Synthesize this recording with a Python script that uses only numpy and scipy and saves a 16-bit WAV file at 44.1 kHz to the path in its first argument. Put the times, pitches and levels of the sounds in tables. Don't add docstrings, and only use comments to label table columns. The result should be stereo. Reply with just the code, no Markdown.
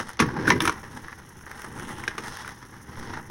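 import sys
import numpy as np
from scipy import signal
from scipy.fft import rfft, irfft
from scipy.io import wavfile

SR = 44100
rng = np.random.default_rng(int(sys.argv[2]) if len(sys.argv) > 2 else 0)


def pcm_store(signal):
    levels = np.round(np.clip(np.atleast_2d(signal), -1, 1) * 32767)
    wavfile.write(sys.argv[1], SR, levels.astype(np.int16).T)


N = 145530
TIME, HZ = np.arange(N) / SR, np.fft.rfftfreq(N, 1 / SR)
ATTACK_S = 0.00046


def amp(db):
    return 10 ** (np.asarray(db) / 20)


def unit(x):
    return x / np.sqrt(np.mean(x ** 2) + 1e-20)


def eq_curve(points):
    f, db = np.transpose(points)
    return amp(np.interp(np.log(HZ + 1), np.log(f), db))


def colour(x, gain):
    log_gain = np.log(np.maximum(unit(gain), 1e-4))
    mirrored = np.concatenate([log_gain, log_gain[-2:0:-1]])
    response = np.exp(np.conj(signal.hilbert(mirrored))[:len(HZ)])
    impulse = irfft(response)[:4096]
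    return irfft(rfft(x, 2 * N) * rfft(impulse, 2 * N))[..., :N]


def bands(points, bass_hz=552, treble_hz=2170, top_hz=7400):
    low = 1 / (1 + (HZ / bass_hz) ** 8)
    high = 1 / (1 + (treble_hz / (HZ + 1)) ** 8)
    top = 1 / (1 + (top_hz / (HZ + 1)) ** 16)
    return eq_curve(points) * np.sqrt([low, (1 - low) * (1 - high), high * (1 - top), top])


def strike(start, rise_s, decay_s):
    t = TIME - start
    attack = np.logaddexp(0, 2 - 2 * t / rise_s)
    return np.exp(-np.minimum(attack + np.maximum(t, 0) / decay_s, 20))


def ring(modes, t60_s):
    t = TIME[:SR // 3]
    hz, db = np.transpose(modes)[:, :, None]
    envelopes = amp(db - 60 * t / t60_s * np.sqrt(hz / hz[0]))
    waves = envelopes * np.sin(2 * np.pi * (hz * t + rng.random(hz.shape)))
    return waves.sum(0) / np.linalg.norm(amp(db)) * (1 - np.exp(-t / ATTACK_S))


def add(mix, s, sound):
    part = mix[max(round(s * SR), 0):][:len(sound)]
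    part += sound[:len(part)]


# f/Hz, level/dB
AIR_EQ = [(20, -18), (55, 0), (115, 0), (200, -12), (600, -20), (2000, -28), (6000, -42), (16000, -54)]


def air(level_db=-50.5):
    return amp(level_db) * colour(rng.standard_normal((2, N)), eq_curve(AIR_EQ))


def street_echoes(x, near_t60_s=0.11, near_db=-11, far_t60_s=0.49, far_db=-31):
    t = TIME[:SR]
    near, far = rng.standard_normal((2, 2, SR))
    near = unit(near * amp(-60 * t / near_t60_s) * (t > .006))
    far = unit(signal.lfilter([1], [1, -.6], far) * amp(-60 * t / far_t60_s) * (t > .04))
    reverb = (amp(near_db) * near + amp(far_db) * far) / np.sqrt(SR)
    return x + signal.fftconvolve(x, reverb, axes=1)[:, :N]


# f/Hz, left phase lead/rad, left over right/dB, likeness/0-1
PORT_IMAGE = [(40, -.1, 1, .66), (120, -.4, -5, .85), (260, -.2, -13, .87), (350, -.5, -17, .6),
              (450, -1.6, -15, .5), (530, -2.3, -10, .7), (680, -3.1, -2, .92), (980, -4.8, -6, .95),
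              (1400, -5.5, -2, .95), (2100, -5.6, 1, .88), (2600, -5.7, -3, .5), (3600, -6.5, -1, .78),
              (4400, -6.8, -3, .55), (4800, -10, -2, .65), (5400, -12.2, 1, .74), (6200, -11.4, 1, .7),
              (6900, -9.6, 0, .88), (7800, -9.4, 0, .95), (8500, -8.8, -1, .75), (9800, -6.4, 0, .9),
              (11400, -6, 0, .85), (12700, -3.3, 0, .93), (14400, -3, 0, .9), (15700, 0, 0, .73)]


def microphone(x):
    f, *columns = np.transpose(PORT_IMAGE)
    phase, balance_db, likeness = (np.interp(HZ, f, c) for c in columns)
    likeness, balance = np.clip(likeness, 0, .99), amp(balance_db)
    shared, separate = rfft(x)
    right = (likeness * shared + np.sqrt(1 - likeness ** 2) * separate) * np.exp(-1j * phase)
    return irfft(np.array([balance * shared, right]) * np.sqrt(2 / (1 + balance ** 2)))


# t/s, level/dB
CRUNCH_FADER = [(1.5, -66), (1.74, -59), (1.85, -49), (2.05, -51), (2.2, -69), (2.5, -68)]
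# f/Hz, level/dB
CRUNCH_EQ = [(400, -25), (700, 4), (1500, -8), (2300, -9), (3000, 3), (3700, -6), (5000, -22), (16000, -38)]


def crunch(grains_per_s=1200):
    grains = (rng.random(N) < grains_per_s / SR) * rng.standard_normal((2, N))
    fader = amp(np.interp(TIME, *np.transpose(CRUNCH_FADER)))
    return colour(unit(grains), eq_curve(CRUNCH_EQ)) * fader


# t/s, knock/dB, tick/dB
PEBBLE_CUES = [(0.092, -30, -30.5), (.133, -40, -35), (0.171, -39, -39), (0.265, -34, -35),
               (0.488, -32, -19), (0.624, -30, -22), (0.74, -49, -42), (.782, -43, -45), (0.831, -38, -40),
               (1.083, -31, -44), (1.128, -29, -46), (1.302, -46, -57), (1.392, -44, -43), (1.41, -38, -43),
               (1.4648, -33, -39), (1.5146, -32.5, -33), (1.619, -33, -30), (1.797, -27, -33),
               (1.891, -35, -31), (1.9968, -29, -37.5), (2.038, -26.5, -34), (2.2431, -35, -35),
               (2.3702, -29, -28), (2.4472, -32, -46), (2.4779, -29.5, -28), (2.694, -46, -52),
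               (2.7405, -37, -51), (2.7915, -57, -50)]
# f/Hz, level/dB
PEBBLE_EQ = [(100, -46), (600, -19.5), (1000, 6.5), (1800, 7.5), (2700, -3.5), (4200, -11), (6000, -1),
             (10000, -7), (16000, -12)]


def pebbles(knock_decay_s=0.0028, tick_decay_s=0.0012):
    bass, mids, treble, top = bands(PEBBLE_EQ)
    knock, tick = np.zeros((2, N))
    t = TIME[:SR // 20]
    for s, knock_db, tick_db in PEBBLE_CUES:
        add(knock, s, amp(knock_db) * np.exp(-t / knock_decay_s))
        add(tick, s, amp(tick_db) * np.exp(-t / tick_decay_s))
    noise = rng.choice([-1., 1.], (2, N))
    return colour(knock * noise, np.hypot(bass, mids)) + colour(tick * noise, np.hypot(treble, top))


# f/Hz, level/dB
BOX_MODES = [(156, -0.5), (249, -0.5), (335, -15), (396, -5.5), (462, -1)]


def box_boom():
    return ring(BOX_MODES, t60_s=0.14)


# f/Hz, level/dB
DECK_MODES = [(855, -3.5), (975, -4.5), (1127, 7), (1247, -1), (1340, -11.5), (1477, -20), (1625, 1),
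              (1765, 3.5), (2065, -8), (2320, 4), (3500, -6), (4750, -20), (5840, -14)]


def deck_ring():
    return ring(DECK_MODES, t60_s=0.16)


BAND_GRIT = [.15, .25, .35, .65]
# rumble/dB, roar/dB, hiss/dB, fizz/dB
BAND_JUDDER = [1.4, 3.4, 3.1, 3.3]


def rolling(faders, eq, judder_hz, grit_per_s=1500, grit_spread_db=5, deck_db=-14.5):
    times, *band_levels = np.transpose(faders)
    judder = unit(irfft(rfft(rng.standard_normal(N)) * (HZ > 6) / (1 + (HZ / judder_hz) ** 2)))
    hits = rng.random(N) < grit_per_s / SR
    strength = amp(grit_spread_db * np.minimum(rng.exponential(1, N), 4))
    grit = unit(hits * strength * rng.choice([-1., 1.], (2, N)))
    layers = []
    for gain, db, share, judder_db in zip(bands(eq), band_levels, BAND_GRIT, BAND_JUDDER):
        texture = np.sqrt(share) * grit + np.sqrt(1 - share) * rng.standard_normal((2, N))
        flutter = unit(amp(judder_db * judder))
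        layers.append(colour(texture, gain) * flutter * amp(np.interp(TIME, times, db)))
    roar = layers[1]
    deck = signal.fftconvolve(roar, deck_ring()[None], axes=1)[:, :N]
    return sum(layers) + amp(deck_db) * roar.std() * unit(deck)


# t/s, rumble/dB, roar/dB, hiss/dB, fizz/dB
ROAD_FADERS = [(0, -30.5, -18.5, -33.5, -36), (0.035, -43, -40.5, -49, -50), (0.11, -48.5, -43, -51.5, -52),
               (0.18, -54, -47, -58, -67), (0.22, -39, -49, -58, -62), (0.66, -60, -54, -54.5, -57),
               (0.7, -47, -38.5, -41, -42), (0.76, -46, -43, -60, -62.5), (0.97, -42.5, -43, -54, -54),
               (1.12, -51, -43.5, -55, -75), (1.28, -50, -51, -65, -88), (1.45, -50, -50.5, -66, -79),
               (1.49, -48.5, -41.5, -56, -60), (1.62, -48.5, -39, -52.5, -48),
               (1.72, -40.5, -42, -59.5, -56), (1.83, -37, -37, -53.5, -46), (2.02, -40.5, -40, -52, -49),
               (2.16, -48, -40.5, -55, -61), (2.27, -42, -36.5, -44.5, -45.5),
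               (2.38, -49, -38.5, -44, -49.5), (2.49, -47, -38.5, -49.5, -53), (2.58, -51.5, -49, -58, -67),
               (2.87, -46, -47, -62, -75), (3.0, -39, -38.5, -49, -54), (3.08, -38.5, -41.5, -51, -62),
               (3.15, -36, -32.5, -44.5, -53), (3.25, -48, -47.5, -72, -83), (3.3, -44, -53, -58, -72)]
# f/Hz, level/dB
ROAD_EQ = [(20, 0), (40, -45), (60, -5.5), (130, 0), (330, -3.5), (600, -11.5), (800, -2), (1200, -11),
           (1500, -10.5), (1950, -9.5), (2400, -21), (3300, -14.5), (4200, -20), (5200, -13), (6200, -17.5),
           (7500, -21.5), (10000, -31), (13000, -45), (16000, -39.5)]


def wheels_on_road():
    return rolling(ROAD_FADERS, ROAD_EQ, judder_hz=44)


# t/s, rumble/dB, roar/dB, hiss/dB, fizz/dB
BOX_TOP_FADERS = [(.19, -66, -70, -80, -80), (.22, -23, -25, -29, -48), (.31, -35, -39, -50.5, -61),
                  (.39, -28, -30, -41, -55.5), (.455, -28.5, -31, -38.5, -53),
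                  (.48, -32.5, -24.5, -27, -33), (.535, -20, -36, -42, -49), (.595, -32.5, -43, -46, -55),
                  (.62, -31.5, -32, -35.5, -35), (.665, -30, -35, -33, -38), (.7, -66, -62, -70, -54)]
# f/Hz, level/dB
BOX_TOP_EQ = [(30, -15.5), (90, -2), (170, 0.5), (400, 0), (600, -12), (800, -1), (1000, -4.5), (1350, -14),
              (1600, -6.5), (2400, -28.5), (4200, -37.5), (5400, -30.5), (8000, -53.5), (15000, -62)]


def wheels_on_box():
    return rolling(BOX_TOP_FADERS, BOX_TOP_EQ, judder_hz=60)


# t/s, f/Hz, level/dB
THUD_CUES = [(0.201, 229, -9.5), (0.224, 163, -13), (.27, 140, -19), (0.379, 180, -21), (0.481, 280, -11.5),
             (0.496, 150, -13), (.53, 247, -19), (.627, 332, -18.5), (0.676, 320, -28)]


def thuds(rise_s=0.0019, decay_s=.014):
    wave = sum(amp(db) * strike(s, rise_s, decay_s) * np.exp(2j * np.pi * hz * (TIME - s))
               for s, hz, db in THUD_CUES)
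    return np.array([wave.imag, wave.real])


# t/s, thump/dB, crack/dB, snap/dB, spit/dB, burst decay/s,
# knock f/Hz, knock/dB, deck ring/dB, box boom/dB
BLOW_CUES = [(0.1922, -48, -17.5, -20, -40, 0.0099, 1250, -36, -34, -53),
             (.2, -18.5, -12.5, -14.5, -19.5, 0.0069, 1010, -3.5, -13, -26),
             (0.221, -26, -20, -28, -48, 0.0065, 1400, -16, -28, -32),
             (0.472, -21, -26, -28, -33, 0.0081, 1530, -17, -36, -32),
             (.478, -19, -21, -30, -38, .006, 1520, -2, -33, -37),
             (.5025, -27, -9, -8, -25.5, 0.0036, 1775, -1.5, -22, -26),
             (0.506, -22, -21, -36, -42, .005, 993, -0.5, -18, -36),
             (0.5191, -25, -20.5, -26.5, -42, 0.0086, 2030, -7, -32, -24),
             (0.604, -26, -17.5, -17, -25.5, 0.0037, 3525, -15.5, -20, -40),
             (0.653, -32, -23, -19, -21.5, 0.0038, 1273, -8.5, -36, -42),
             (.6755, -16.5, -10.5, -16, -25, 0.0046, 1340, -5, -20, -50),
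             (0.6941, -33, -13, -19.5, -27, 0.0029, 1406, -10.5, -40, -60),
             (2.078, -31, -20, -19.5, -31, 0.004, 1627, -8.5, -48, -80),
             (2.18, -26, -22.5, -29, -34, 0.0069, 795, -22, -42, -78)]
# f/Hz, level/dB
BLOW_EQ = [(30, -9), (90, -2), (170, -1.5), (300, 9), (560, 0), (720, 0.5), (980, 0), (1700, -9),
           (2600, -15), (4200, -25), (5800, -20), (7500, -29.5), (10000, -35.5), (15500, -50.5)]


def blows():
    power, rings = np.zeros((4, N)), np.zeros(N)
    for s, thump_db, crack_db, snap_db, spit_db, decay_s, hz, knock_db, deck_db, box_db in BLOW_CUES:
        thump = amp(thump_db) * strike(s, rise_s=0.0015, decay_s=0.014)
        bursts = np.outer(amp([crack_db, snap_db, spit_db]), strike(s, ATTACK_S, decay_s))
        power += np.vstack([thump, bursts]) ** 2
        knock = amp(knock_db) * strike(s, rise_s=0.0006, decay_s=0.0033)
        rings += knock * np.sin(2 * np.pi * hz * (TIME - s))
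        add(rings, s, amp(deck_db) * deck_ring() + amp(box_db) * box_boom())
    noise = sum(colour(envelope * rng.standard_normal((2, N)), gain)
                for envelope, gain in zip(np.sqrt(power), bands(BLOW_EQ)))
    return noise + np.array([rings, signal.hilbert(rings).imag])


def scene():
    board = wheels_on_road() + wheels_on_box() + blows() + thuds() + pebbles() + crunch()
    return microphone(street_echoes(board) + air())


def record(dry):
    lowpass = signal.firwin(511, cutoff=15950, window=("kaiser", 9), fs=SR)
    return signal.oaconvolve(np.tanh(dry), lowpass[None], "same")


dry = scene()
out = record(dry)
pcm_store(out)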